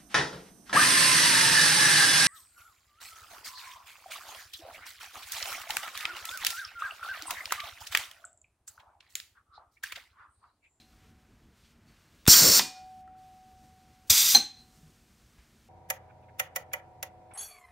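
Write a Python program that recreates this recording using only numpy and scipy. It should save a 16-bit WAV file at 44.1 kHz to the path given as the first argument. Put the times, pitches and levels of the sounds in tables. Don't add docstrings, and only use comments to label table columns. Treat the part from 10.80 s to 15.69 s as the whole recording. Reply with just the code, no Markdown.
import sys
import numpy as np
from scipy import signal
from scipy.fft import rfft, irfft, next_fast_len
from scipy.io import wavfile
from scipy.ndimage import uniform_filter1d, map_coordinates

SR = 44100
rng = np.random.default_rng(int(sys.argv[2]) if len(sys.argv) > 2 else 0)


def amplitude_ratio(level_db):
    exponent = np.asarray(level_db, float) / 20
    return 10 ** exponent


def inscribe(sig):
    pcm = np.round(np.clip(np.atleast_2d(sig).T, -1, 1) * 32767)
    wavfile.write(sys.argv[1], SR, pcm.astype(np.int16))


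N = 215539
TIME = np.arange(N) / SR

# (opens [s], closes [s], opening time [s], closing T60 [s])
STROKES = [
    (1.479, 1.79, 0.0045, 0.025),
    (3.295, 3.554, .006, .1),
]


def unit(x):
    return x / np.sqrt(np.mean(x ** 2) + 1e-20)


def along(points, hz):
    f, v = np.transpose(points)
    return np.interp(np.log(hz + 1), np.log(f + 1), v)


def since(s):
    return np.maximum(TIME - s, 0)


def wobble(rate):
    return map_coordinates(rng.standard_normal(int(N * rate / SR) + 4), [TIME * rate])


def noise(gain):
    m = next_fast_len(N)
    hz = np.fft.rfftfreq(m, 1 / SR)
    spectrum = rng.standard_normal(2 * len(hz)).view(complex) * gain(hz)
    return unit(irfft(spectrum, m)[:N])


def resonance(f, centre, width):
    return 1 / (1 + (2 * (f - centre) / width) ** 2)


def pulse(t, peak):
    return t / peak * np.exp(1 - t / peak)


def swell(s, db, rise, t60):
    return amplitude_ratio(db - 60 * since(s) / t60) * np.exp(np.minimum(TIME - s, 0) / rise)


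def swells(rows, wide=0, width_hz=0):
    total = 0
    for *level, hz in rows:
        w = wide * hz + width_hz
        band = noise(lambda f: (f * w) ** 2 / ((hz * hz - f * f) ** 2 + (f * w) ** 2))
        total = total + swell(*level) * band
    return total


def ring(s, hz, t60, free=0):
    t = since(s)
    onset = 1 - np.exp(-t / .0006)
    return amplitude_ratio(-60 * np.maximum(t - free, 0) / t60) * np.sin(2 * np.pi * hz * t) * onset


def crack(s, t60):
    dull = noise(lambda f: 1 / (1 + (f / 7000) ** 4) / (1 + (800 / (f + 1)) ** 3))
    return (TIME > s) * amplitude_ratio(-60 * since(s) / t60) * dull


def room_tone():
    # (frequency [Hz], density [dB])
    rumble_colour = [(18, -30.5), (30, -3.5), (59, -1.5), (183, -10.5), (238, -5.5), (264, -15), (305, -13),
                     (471, -21), (510, -30), (700, -25.5), (910, -53), (1540, -120)]
    air_colour = [(290, -30), (500, -5), (750, -5), (988, -4.5), (1530, -3.5), (1690, -5), (2190, -5.5),
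                  (5970, -8.5), (13400, -16), (16000, -20)]
    # (closes [s], opens [s], treble gain [dB])
    gate_spans = [
        (.32, .76, -4.5),
        (.93, 1.07, -6),
        (2.223, 2.37, -10),
    ]
    rumble = amplitude_ratio(-62.5 + 2 * wobble(21)) * noise(lambda f: amplitude_ratio(along(rumble_colour, f)))
    gate_db = sum(db * ((TIME > a) & (TIME < b)) for a, b, db in gate_spans)
    ducked = amplitude_ratio(uniform_filter1d(gate_db, size=1200))
    treble = lambda f: 1 / (1 + (2400 / (f + 1)) ** 6)
    mids = amplitude_ratio(-72.5) * noise(lambda f: amplitude_ratio(along(air_colour, f)) * np.sqrt(1 - treble(f)))
    highs = amplitude_ratio(-70.5) * noise(lambda f: amplitude_ratio(along(air_colour, f)) * np.sqrt(treble(f)))
    return rumble + amplitude_ratio(.6 * wobble(22)) * (mids + ducked * highs)


def rustles():
    # (time [s], level [dB rms], rise [s], T60 [s], centre [Hz])
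    rustle_rows = [(.001, -61, .002, .23, 3500), (.24, -69, .09, 0.54, 1500), (.64, -83, .01, 0.28, 4500),
                   (.855, -66, .05, 0.39, 3000), (1.09, -70, .019, 3.2, 1600), (1.41, -70, .074, .5, 3200),
                   (1.95, -75, .052, 1, 4190), (2.85, -72, 0.092, .8, 6013), (3.8, -70.5, .03, 7.1, 6500),
                   (3.97, -68, .062, 0.41, 5300), (4.59, -68, .03, .5, 1700)]
    return swells(rustle_rows, wide=1.5)


def handling():
    # (time [s], level [dB rms], rise [s], T60 [s], centre [Hz])
    hand_shifts = [(.26, -59, 0.035, 0.36, 80), (.53, -59, .01, .3, 75), (.62, -57.5, .02, 0.18, 100),
                   (.95, -60.5, 0.027, 0.38, 60), (1.35, -61.5, .02, .3, 70),
                   (2.85, -60.5, 0.039, .5, 150.7)]
    return swells(hand_shifts, wide=1.2)


def whistles():
    # (time [s], level [dB rms], rise [s], T60 [s], centre [Hz])
    whistle_rows = [(.017, -62.5, .05, 0.25, 4100), (.2, -80, .01, .66, 3100), (.64, -73, .008, 0.13, 3300),
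                    (1.08, -74.5, .01, 0.41, 4500), (1.537, -21.5, .004, .06, 3300),
                    (1.65, -36, .039, 0.5, 550), (3.556, -32, .0035, 0.11, 792),
                    (3.78, -55, .02, 0.3, 4130)]
    return swells(whistle_rows, width_hz=220)


def frame():
    note_hz, build_s = 749.4, .3
    # (time [s], level [dB rms], T60 [s], damped at [s])
    blow_rows = [
        (-.5, -72, 15, .45),
        (1.8, -42, 3.32, 3.29),
        (3.57, -58.5, 1.7, 4.4),
    ]
    level = 0
    for s, db, t60, damped in blow_rows:
        decay_db = db - 60 * since(s) / t60 - 60 * since(damped) / .4
        level = level + amplitude_ratio(decay_db) * np.sqrt(1 - np.exp(-since(s) / build_s))
    return np.sqrt(2) * level * np.sin(2 * np.pi * note_hz * TIME)


def thuds():
    # (time [s], level [dB rms])
    thud_times = [
        (1.795, -28),
        (3.556, -28),
    ]
    # (centre [Hz], width [Hz], level [dB], T60 [s])
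    bench_modes = [(228, 180, -10.5, 0.28), (1500, 2200, -1.5, .09)]
    total = 0
    for s, db in thud_times:
        for hz, w, level, t60 in bench_modes:
            total = total + swells([(s, db + level, .003, t60, hz)], width_hz=w)
    return total


def spool_ticks():
    # (time [s], peak [dB], frequency [Hz], T60 [s], crack [dB])
    tick_rows = [(1.455, -52, 4000, 0.0073, 9.5), (1.4653, -21, 3628, .012, -7.5),
                 (2.2767, -50, 1337, 0.027, -16), (2.277, -56, 1902, 0.024, -30),
                 (2.351, -60, 1350, .03, -30), (4.031, -50, 158.7, 0.23, -30),
                 (4.585, -48.5, 59.2, 0.22, -25), (2.925, -50.5, 90, 0.087, -36)]
    total = 0
    for s, db, hz, t60, crack_db in tick_rows:
        total = total + amplitude_ratio(db) * (ring(s, hz, t60) + amplitude_ratio(crack_db) * crack(s, 0.012))
    return total


def end_caps():
    # (time [s], cap [index], ring [dB], crack [dB], free ringing [s])
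    stop_rows = [
        (1.794, 0, -22, -15, .004),
        (3.5485, 1, -6.5, -19, .0105),
        (3.5615, 1, -17, -30, .012),
    ]
    # (frequency [Hz], level [dB], T60 [s])
    cap_modes = [
        [(930, -4, .015), (1435, -33, .7), (2440, -17, .4), (5380, -6, .02)],
        [(4120, 0, .012), (4275, -13, .012), (6145, -8, .012), (6270, -13, .012), (5850, -17, .012),
         (800, -17, .02), (1530, -27, .015), (3350, -24, .01)],
    ]
    total = 0
    for s, cap, db, crack_db, free in stop_rows:
        modes = sum(amplitude_ratio(level) * ring(s, hz, t60, free) for hz, level, t60 in cap_modes[int(cap)])
        total = total + amplitude_ratio(db) * modes + amplitude_ratio(crack_db) * crack(s, 0.031)
    return total


def spits():
    # (time [s], level [dB rms], rise [s], T60 [s], centre [Hz])
    spit_rows = [
        (1.459, -61, .004, .3, 7990),
        (1.478, -12, .0016, 0.055, 7214),
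        (1.479, -19.5, .0015, 0.046, 1208),
        (3.279, -57.5, .0059, .25, 6500),
        (3.3, -38, 0.0026, 0.045, 1188),
    ]
    return swells(spit_rows, wide=2.2)


def valve_opening(opens, closes, rise, fall):
    return np.clip((TIME - opens) / rise, 0, 1) ** 2 * amplitude_ratio(-60 * since(closes) / fall)


def puff(s, db, swing, longer, peak):
    t = since(s)
    half_cycles = np.log1p(t * (longer - 1) / swing) / np.log(longer)
    return amplitude_ratio(db) * pulse(t, peak) * np.sin(np.pi * half_cycles)


def buffeting():
    # (time [s], level [dB rms], rise [s], T60 [s])
    gust_rows = [(1.5, -29.5, .005, .15), (1.56, -39.5, 0.038, 1.6), (1.632, -28.5, .015, 0.29),
                 (1.695, -33.5, 0.012, 0.27), (3.31, -41, .005, 0.14), (3.4, -52.5, .03, 2.4),
                 (3.545, -49, 0.01, 0.092)]
    # (frequency [Hz], density [dB])
    buffet_colour = [(25, -20), (60, -12), (170, -4), (500, -8.5), (900, -22.5)]
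    # (time [s], peak [dB], first half swing [s], swing growth [ratio], peak after [s])
    puff_rows = [
        (1.4806, -7, 0.0011, 2.6, 0.002),
        (3.2992, -30.5, 0.00535, 1.06, 0.0072),
    ]
    flowing = sum(valve_opening(*row) for row in STROKES)
    gusts = sum(swell(*row) for row in gust_rows) * amplitude_ratio(1.3 * wobble(30))
    wind = flowing * gusts * noise(lambda f: amplitude_ratio(along(buffet_colour, f)))
    return wind + sum(puff(*row) for row in puff_rows)


def jets():
    # (peak after [s], surge [dB], stream [dB], sag [dB/s], hiss re stream [dB])
    blowdown_rows = [
        (0.032, 6.5, -17.5, -0.5, -18),
        (.007, 8.5, -18.5, 16.5, -22.5),
    ]
    # (frequency [Hz], density [dB])
    jet_colours = [
        [(1530, -46.5), (2600, -22.5), (3700, -14), (4550, -1), (4910, -7.5), (5420, -1.5), (6670, -6),
         (7250, -4.5), (7950, -7.5), (9120, -6), (10600, -18.5), (13100, -11.5), (13600, -10), (14300, -1.5),
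         (16200, -14.5)],
        [(1180, -41.5), (2000, -15.5), (2490, -11), (2940, -13.5), (3600, -2), (4320, -7), (4720, -2),
         (5150, -5), (5970, -0.5), (8480, -4.5), (10400, -9), (11600, -4.5), (13100, -6.5), (14200, -4),
         (16200, -7)],
    ]
    # (centre [Hz], width [Hz], level [dB])
    port_modes = [
        [(4580, 110, 0), (5150, 73, -1), (5430, 230, -3), (6220, 48, -4), (7310, 430, -4), (7960, 42, -8),
         (8890, 150, -7), (9490, 59, -13), (14000, 170, -3), (14600, 170, -9)],
        [(3670, 78, 0), (4840, 170, -1), (5910, 120, 0), (7380, 83, -2), (8320, 67, -1), (11800, 170, -2),
         (13100, 89, -8), (13800, 140, -4), (14300, 69, -2), (15700, 65, -8)],
    ]
    # (centre [Hz], width [Hz], gain [dB])
    hollow_bands = [
        [(4900, 200, -5), (7800, 120, -12), (8450, 200, -10), (9200, 250, -7), (9900, 150, -10),
         (14430, 200, -14)],
        [(8000, 200, -8), (9550, 200, -5), (12900, 200, -4), (13400, 250, -8), (15480, 250, -12)],
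    ]
    # (frequency [Hz], density [dB])
    hiss_colour = [(400, -30.5), (700, -3.5), (1300, 5.5), (2500, 2.5), (4000, -25)]
    aside_colour = [(1500, -1.5), (3000, 4.5), (6000, 1), (10000, -3.5), (16000, -4.5)]
    surge_sharp = 1.4
    hiss_follows = 0.38
    air, sideways = np.zeros((2, N))
    strokes = zip(STROKES, blowdown_rows, jet_colours, port_modes, hollow_bands)
    for stroke, (peak, surge_db, stream_db, sag, under_db), colour, ports, hollows in strokes:
        opens, closes = stroke[:2]
        valve = valve_opening(*stroke)
        t = np.clip(TIME - opens, 0, closes - opens)
        surge = surge_db * pulse(t, peak) ** surge_sharp
        stream = stream_db - sag * t
        jet_level = amplitude_ratio(stream + surge)
        hiss_level = amplitude_ratio(stream + under_db + hiss_follows * surge + 1.5 * wobble(30))

        def port_gain(f):
            peaks = np.sqrt(1 + 3 * sum(amplitude_ratio(db) * resonance(f, c, w) for c, w, db in ports))
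            hollow_db = sum(db * resonance(f, c, w) for c, w, db in hollows)
            return amplitude_ratio(along(colour, f) + hollow_db) * peaks

        eddies = amplitude_ratio(1.0 * wobble(250) + 0.6 * wobble(40))
        jet = unit(eddies * noise(port_gain))
        hiss = hiss_level * noise(lambda f: amplitude_ratio(along(hiss_colour, f)))
        air += valve * (jet_level * jet + hiss)
        side = noise(lambda f: amplitude_ratio(0.75 * along(colour, f) + along(aside_colour, f)))
        sideways += valve * (jet_level * side + amplitude_ratio(-2.0) * hiss)
    return air, sideways


def nearby(x):
    scatter_db, scatter_t60 = -8, 0.06
    t = np.arange(SR // 20) / SR
    scatter = rng.standard_normal(len(t)) * amplitude_ratio(-60 * t / scatter_t60) * (t > .0008)
    reflected = signal.fftconvolve(x, scatter / np.linalg.norm(scatter))[:N]
    return (x + amplitude_ratio(scatter_db) * reflected) / np.sqrt(1 + amplitude_ratio(2 * scatter_db))


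def walls(x, share):
    # (frequency [Hz], T60 [s])
    wall_t60 = [(150, 0.23), (1000, 0.44), (4000, 0.38), (9000, 0.31), (15000, 0.24)]
    hz, t, z = signal.stft(rng.standard_normal(SR), SR, nperseg=256)
    decay = amplitude_ratio(-60 * t / (share * along(wall_t60, hz)[:, None]))
    tail = signal.istft(z * decay, SR, nperseg=256)[1]
    delayed = np.pad(x, (200, 0))
    return signal.fftconvolve(delayed, tail / np.linalg.norm(tail))[:N]


def scene():
    air, sideways = jets()
    blows = end_caps() + spool_ticks() + thuds()
    background = room_tone() + rustles() + handling()
    direct = nearby(air) + blows + buffeting() + frame() + spits() + whistles()
    echoes = amplitude_ratio(-8.5) * walls(sideways, share=0.98) + amplitude_ratio(-11.0) * walls(blows, share=0.94)
    mono = background + direct + echoes
    return np.array([mono, mono])


def gain_control():
    duck_starts = [1.8, 3.59]
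    duck_db, sink_s, hold_s, recover_s = -3, 0.093, 0.055, 0.031
    corners = np.cumsum([0, sink_s, hold_s, recover_s])
    return amplitude_ratio(sum(np.interp(TIME - s, corners, [0, duck_db, duck_db, 0]) for s in duck_starts))


def roll_off(x):
    return signal.sosfilt(signal.butter(12, 16980, fs=SR, output="sos"), x)


def record(dry):
    dry = dry * gain_control()
    held = dry / (1 + np.abs(dry / .8) ** 5) ** (1 / 5)
    m = next_fast_len(N)
    hz = np.fft.rfftfreq(m, 1 / SR)
    treble_db = np.maximum(-np.maximum(hz - 15730, 0) / 2.5, -45)
    notch_db = 5 / (1 + ((hz - 10500) / 350) ** 2)
    bass_cut = 1 / (1 + (32 / (hz + 1)) ** 3)
    mix = irfft(rfft(held, m) * amplitude_ratio(treble_db - notch_db) * bass_cut, m)[:, :N]
    return roll_off(mix)


dry = scene()
out = record(dry)
inscribe(out)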